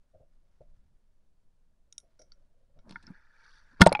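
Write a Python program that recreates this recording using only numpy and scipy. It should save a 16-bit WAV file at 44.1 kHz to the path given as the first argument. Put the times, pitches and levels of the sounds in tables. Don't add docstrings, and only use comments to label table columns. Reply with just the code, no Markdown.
import sys
import numpy as np
from scipy import signal
from scipy.fft import rfft, irfft
from scipy.io import wavfile

SR = 44100
rng = np.random.default_rng(int(sys.argv[2]) if len(sys.argv) > 2 else 0)


def int16_out(signal):
    q = np.round(np.clip(np.atleast_2d(signal).T, -1, 1) * 32767)
    wavfile.write(sys.argv[1], SR, q.astype(np.int16))


N = 176400

# pitch_hz, level_db, t60_s
SHELL_MODES = [(930, -13.5, 0.06), (1434.6, 0, 0.029), (1400, -27, 0.12), (1527, -7.5, 0.023),
               (1782, -5.5, .026), (2130, -2.5, 0.022), (2630, -26, 0.012), (3350, -10.5, 0.024),
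               (3670, -23.5, 0.039), (4130, -14, 0.0053), (5143, -13, 0.023), (6670, -19, 0.0062)]
# frequency_hz, level_db
HOLLOW_SPECTRUM = [(100, -30), (300, -12.5), (450, -12), (530, -1), (610, 0), (680, -3), (790, -22),
                   (1000, -32), (1400, -37), (2000, -49), (6000, -61)]


def slaps():
    # start_s, rise_s, boom_db, shell_db, edge_hz
    impacts = [(2.897, 0.0014, -44.5, -57, 1500), (2.908, 0.0019, -41, -80, 5000),
               (2.924, 0.0054, -51, -83, 5000), (2.9567, 0.0036, -58, -32.5, 2050),
               (3.075, 0.0031, -47, -52.5, 1950), (3.102, 0.0033, -37, -77, 1200),
               (3.805, 0.0039, -12, -35, 1500), (3.8157, 0.0012, 2, 4.5, 6100),
               (3.864, 0.00033, -11, -29, 2940), (3.8762, 0.00072, -18.5, -53, 3000),
               (3.888, 0.0011, -41, -55, 2000), (3.919, 0.0017, -34, -37.5, 3000),
               (3.952, 0.0017, -49, -33, 4000)]
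    boom_hz, overtone_hz, boom_t60_s = 183, 363, 0.057
    out = np.zeros(N)
    for start, rise, boom_db, shell_db, edge_hz in impacts:
        add(out, start, undb(boom_db) * ring(boom_hz, rise, boom_t60_s))
        add(out, start, undb(boom_db - 16) * ring(overtone_hz, rise, boom_t60_s))
        for hz, db, t60 in SHELL_MODES:
            rolloff = 1 / np.sqrt(1 + (hz / edge_hz) ** 8)
            add(out, start, rolloff * undb(shell_db + db) * ring(hz, rise, t60))
    return out


def spray():
    # start_s, rise_s, t60_s, level_db, edge_hz
    bursts = [(2.894, 0.0007, 0.01, -49.5, 8700), (2.908, .001, 0.019, -48.5, 12000),
              (2.921, .003, 0.032, -53.5, 6000), (3.026, .001, 0.056, -62, 9900),
              (3.068, 0.00059, 0.077, -64.5, 5940), (3.798, 0.0034, 0.055, -50, 5930),
              (3.807, 0.0055, 0.022, -24.5, 10000), (3.8144, .003, 0.024, -12.5, 11700),
              (3.834, .004, 0.026, -39, 11000), (3.858, 0.0064, 0.037, -27.5, 11600),
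              (3.871, .001, 0.006, -24, 10600), (3.891, .001, 0.056, -49, 4380),
              (3.9245, .003, 0.0054, -30, 8640), (3.9501, .0006, 0.011, -24.5, 3660),
              (3.97, .001, .02, -55, 4000), (3.993, .001, .02, -48, 3000)]
    # frequency_hz, level_db
    spray_spectrum = [(100, -15), (500, 4.5), (1200, -6), (3400, -2), (5200, -0.5), (7200, -15.5),
                      (8400, -3.5), (10800, -13), (12000, -40), (15500, -50)]
    # time_s, level_db
    slosh_levels = [(3.72, -115), (3.79, -72), (3.818, -6.5), (3.845, -53), (3.868, -23.5), (3.905, -46),
                    (3.925, -37), (3.96, -50), (4, -59)]
    # frequency_hz, level_db
    slosh_spectrum = [(15, -12), (60, -4), (200, 3), (450, -4.5), (800, -10.5), (1200, -6.5), (2500, -27),
                      (8000, -47.5)]
    direct, hiss = np.zeros(N), colour(noise(), spray_spectrum)
    for start, rise, t60, db, edge_hz in bursts:
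        add(direct, start, undb(db) * muffle(burst(hiss, start, rise, t60), edge_hz))
    shell = sum(resonate(direct, hz, t60) for hz, _, t60 in SHELL_MODES)
    slosh = curve(slosh_levels) * colour(noise(), slosh_spectrum)
    return undb(-3) * direct + undb(1.5) * shell + slosh


def shoves():
    # centre_s, half_width_s, level_db
    pulses = [(3.8164, 0.0018, -9), (3.865, 0.0012, -47)]
    return sum(undb(db) * np.exp(-((clock() - centre) / width) ** 2) for centre, width, db in pulses)


def bubble(hz, t60):
    return ring(hz, rise=0.00053, t60=t60, glide_per_s=0.97)


def bubbles():
    # start_s, pitch_hz, level_db, t60_s
    plinks = [(2.3198, 4550, -45, 0.018), (3.068, 5250, -42, 0.016), (3.798, 1170, -39.5, .06),
              (3.8078, 1140, -15.5, 0.025), (3.82, 667, -17.5, 0.067), (3.821, 290, -33, 0.093),
              (3.8649, 628, 6.5, 0.017), (3.8705, 898, -9.5, 0.051), (3.8713, 8300, -16, 0.0078),
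              (3.876, 486, -18.5, 0.026), (3.891, 740, -28, 0.04), (3.893, 4800, -34, .016),
              (3.9187, 570, -13.5, 0.027), (3.926, 4200, -27, 0.013), (3.9255, 2260, -26, 0.024),
              (3.9268, 10380, -26, 0.0081), (3.927, 836, -22, 0.034), (3.9502, 2460, -16, 0.017),
              (3.951, 832, -19, 0.068), (3.9695, 2300, -37, 0.038), (3.993, 735, -21.5, 0.023),
              (3.9932, 2303, -27, .022)]
    out = np.zeros(N)
    for start, hz, db, t60 in plinks:
        add(out, start, undb(db) * bubble(hz, t60))
    return out


def pebbles():
    # start_s, grit_db, grit_t60_s, edge_hz, ring_db
    clicks = [(1.925, -56, 0.0078, 8600, -42), (1.98, -50.5, 0.01, 11900, -32),
              (2.0005, -74, 0.022, 12100, -55), (2.192, -55, 0.067, 7300, -68),
              (2.216, -52, 0.031, 7060, -73), (2.319, -55, 0.055, 4630, -80),
              (2.789, -58, 0.081, 3500, -52)]
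    # pitch_hz, t60_s, ring_db, grit_db
    modes = [(1390, 0.06, -33, -9.5), (2240, 0.021, -26, -18.5), (2990, 0.01, -16.5, -33),
             (3320, 0.015, -15, -25), (3760, 0.02, -9.5, -24), (5670, .012, 0, -1.5),
             (6700, 0.015, -5, -26), (8530, 0.027, -15, -10), (9360, 0.0087, -7, -22),
             (9930, .011, -6.5, -7), (11050, 0.0088, -20, -6.5)]
    rise_s, tail_db, tail_t60_s = 0.00074, -16, 0.18
    out, grit = np.zeros(N), noise()
    scrape = unit(sum(undb(db) * resonate(grit, hz, t60) * (-1) ** k
                      for k, (hz, t60, _, db) in enumerate(modes)))
    for start, grit_db, grit_t60, edge_hz, ring_db in clicks:
        for db, t60 in (grit_db, grit_t60), (grit_db + tail_db, tail_t60_s):
            add(out, start, undb(db) * muffle(burst(scrape, start, rise_s, t60), edge_hz))
        for hz, t60, db, _ in modes:
            add(out, start, undb(ring_db + db) * muffle(ring(hz, rise_s, t60), edge_hz))
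    return signal.sosfilt(signal.ellip(6, 1, 50, 11000, fs=SR, output="sos"), out)


def nudges():
    # start_s, rise_s, t60_s, ring_db, thud_db
    bumps = [(.128, .03, 0.11, -57.5, -61.5), (0.193, 0.018, 0.13, -60.5, -61),
             (.41, 0.047, 0.11, -81, -79), (.605, 0.0042, 0.083, -50.5, -53.5), (.65, .01, 0.26, -79, -72),
             (2.028, 0.0037, .16, -67.5, -78), (2.191, 0.0089, 0.075, -55.5, -73),
             (2.215, 0.0049, 0.12, -64.5, -90), (2.48, 0.14, 0.29, -85.5, -89),
             (2.746, 0.04, 0.078, -66.5, -61.5), (2.862, 0.0037, 0.083, -59, -67)]
    # frequency_hz, level_db
    thud_spectrum = [(20, 1), (60, 13.5), (160, 10.5), (260, -24.5), (600, -53), (2000, -58)]
    out = np.zeros(N)
    hollow, thud = colour(noise(), HOLLOW_SPECTRUM), colour(noise(), thud_spectrum)
    for start, rise, t60, ring_db, thud_db in bumps:
        add(out, start, undb(ring_db) * burst(hollow, start, rise, t60))
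        add(out, start, undb(thud_db) * burst(thud, start, rise, t60))
    return out


def gurgle():
    # time_s, level_db
    levels = [(2.74, -87), (2.79, -73.5), (2.82, -81), (2.875, -58), (2.912, -54.5), (2.94, -60),
              (2.965, -58), (3.0, -85), (3.035, -66), (3.06, -64.5), (3.108, -52), (3.14, -74), (3.2, -94),
              (3.7, -87), (3.735, -61.5), (3.77, -89)]
    # frequency_hz, level_db
    spectrum = [(40, -30), (120, -9.5), (185, 0.5), (235, 0.5), (330, -7), (550, -25), (920, -11.5),
                (1300, -19), (3000, -48)]
    return curve(levels) * colour(droplets(), spectrum)


def stream():
    # time_s, babble_db, fizz_db
    levels = [(2.75, -100, -105), (2.85, -93, -113), (2.9, -72, -66.5), (3.0, -68.5, -80),
              (3.08, -68.5, -77), (3.17, -62, -80.5), (3.3, -69.5, -87.5), (3.45, -60.5, -70.5),
              (3.56, -64.5, -68), (3.68, -69.5, -84.5), (3.8, -65, -78.5), (4, -74, -86)]
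    # frequency_hz, level_db
    babble_spectrum = [(200, -23), (500, -4), (740, -26.5), (900, -6.5), (1050, -13.5), (1400, 0.5),
                       (1700, 3.5), (2120, -10.5), (2290, -4.5), (2550, -8), (4000, -37), (9000, -56)]
    # frequency_hz, level_db
    fizz_spectrum = [(1000, -35), (2700, -6), (3150, -10), (3600, 2.5), (4050, -5), (4400, 6), (5200, -2.5),
                     (5750, 2), (6500, -10), (7600, -18), (8800, -13), (10500, -14), (13000, -40)]
    babble = swarm(per_s=420, low_hz=748, high_hz=2404) + undb(-6) * colour(droplets(), babble_spectrum)
    fizz = swarm(per_s=530, low_hz=2590, high_hz=6350) + undb(4) * unit(droplets())
    babble_gain = curve(levels, column=1) * wander(per_s=13, spread_db=1.5)
    fizz_gain = curve(levels, column=2)
    return babble_gain * colour(babble, babble_spectrum) + fizz_gain * colour(fizz, fizz_spectrum)


def burble():
    # time_s, level_db
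    levels = [(0, -91), (.3, -91.5), (.7, -90), (1.0, -93.5), (1.5, -91.5), (1.9, -89.5), (2.27, -83.5),
              (2.45, -84.5), (2.62, -80), (2.85, -83), (3.0, -91)]
    return curve(levels) * colour(swarm(per_s=160, low_hz=300, high_hz=1643), HOLLOW_SPECTRUM)


def underwater():
    # frequency_hz, level_db
    hush_spectrum = [(15, 1), (50, -12.5), (130, -21.5), (280, -23.5), (600, -23.5), (900, -31),
                     (2000, -36), (5000, -38.5), (10500, -41.5), (12000, -49), (15500, -50)]
    # time_s, level_db
    current_levels = [(0, -64), (.5, -61.5), (.7, -53), (.88, -55), (1.05, -62), (2.1, -63.5), (2.3, -57.5),
                      (2.6, -60), (2.79, -56.5), (2.95, -50.5), (3.25, -63.5), (3.65, -59.5), (3.76, -56),
                      (4, -47)]
    # frequency_hz, level_db
    current_spectrum = [(10, 6.5), (21, 7), (35, -11), (70, -12), (110, -20.5), (160, -21), (260, -33.5),
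                        (600, -54), (2000, -105)]
    # time_s, level_db
    silt_levels = [(0, -92), (.3, -92.5), (.6, -87.5), (.9, -91), (1.2, -100), (1.9, -100), (2.1, -87.5),
                   (2.7, -95), (4, -78)]
    # frequency_hz, level_db
    silt_spectrum = [(150, -14), (330, -1), (470, 1), (750, 5), (1400, 7), (2500, 0.5), (6000, -3.5),
                     (10500, -19), (13000, -65)]
    silt = curve(silt_levels) * wander(per_s=30, spread_db=3) * colour(droplets(), silt_spectrum)
    hush = undb(-77) * colour(noise(), hush_spectrum)
    rumble = curve(current_levels) * colour(noise(), current_spectrum)
    return hush + rumble + silt


def housing(x, edge_hz=11300, treble_db=-18):
    low, high = (signal.sosfilt(signal.ellip(8, .2, 60, edge_hz, side, fs=SR, output="sos"), x)
                 for side in ("lowpass", "highpass"))
    return low + undb(treble_db) * high


def swarm(per_s, low_hz, high_hz, t60_cycles=55):
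    out = np.zeros(N)
    draws = rng.random((6000, 3))
    for when, pitch, faintness in draws[:int(per_s * N / SR)]:
        hz = low_hz * (high_hz / low_hz) ** pitch
        db = -1.5 * np.log(max(faintness, .03))
        add(out, when * N / SR, undb(db) * bubble(hz, t60_cycles / hz))
    return unit(out)


def droplets(per_s=2500, spread_db=1):
    ticks = (rng.random(N) < per_s / SR) * noise()
    return ticks * undb(-spread_db * np.clip(noise(), -2, 2))


def wander(per_s, spread_db):
    levels = np.clip(rng.standard_normal(1000), -2, 2)
    return undb(spread_db * np.interp(clock() * per_s, np.arange(len(levels)), levels))


def envelope(rise, t60):
    t = np.arange(int((rise + 2 * t60) * SR)) / SR
    attack = np.sin(np.pi / 2 * np.minimum(t / rise, 1)) ** 2
    return attack * np.exp(-np.log(1000) * np.maximum(t - rise, 0) / t60)


def ring(hz, rise, t60, glide_per_s=0):
    env = envelope(rise, t60)
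    t = np.arange(len(env)) / SR
    return env * np.sin(2 * np.pi * hz * (t + glide_per_s * t * t / 2))


def burst(source, start, rise, t60):
    env = envelope(rise, t60)
    x = env * np.take(source, int(start * SR) + np.arange(len(env)), mode="wrap")
    return x * np.sqrt(np.sum(env ** 2) / np.sum(x ** 2))


def resonate(x, hz, t60):
    return signal.lfilter(*signal.iirpeak(hz, np.pi * hz * t60 / np.log(1000), SR), x)


def muffle(x, edge_hz):
    return signal.sosfilt(signal.butter(4, edge_hz, fs=SR, output="sos"), x)


def colour(x, spectrum):
    hz, db = np.array(spectrum).T
    bins_hz = np.maximum(np.fft.rfftfreq(N, 1 / SR), 1)
    gain = undb(np.interp(np.log(bins_hz), np.log(hz), db))
    return unit(irfft(rfft(x) * gain, N))


def curve(table, column=1):
    rows = np.array(table)
    return undb(np.interp(clock(), rows[:, 0], rows[:, column]))


def add(out, start, x):
    i = min(max(int(start * SR), 0), N)
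    out[i:i + len(x)] += x[:N - i]


def undb(db):
    return 10 ** (np.asarray(db) / 20)


def unit(x):
    return x / np.sqrt(np.mean(x ** 2))


def clock():
    return np.arange(N) / SR


def noise():
    return rng.standard_normal(N)


def scene():
    water = burble() + nudges() + pebbles() + stream() + gurgle()
    splashes = slaps() + shoves() + spray() + bubbles()
    return (underwater() + housing(water + splashes))[None]


def record(dry):
    ceiling, knee, top_hz = 0.89, 1.9, 15700
    saturated = dry / (1 + np.abs(dry / ceiling) ** knee) ** (1 / knee)
    return signal.sosfilt(signal.ellip(10, .1, 80, top_hz, fs=SR, output="sos"), saturated)


dry = scene()
out = record(dry)
int16_out(out)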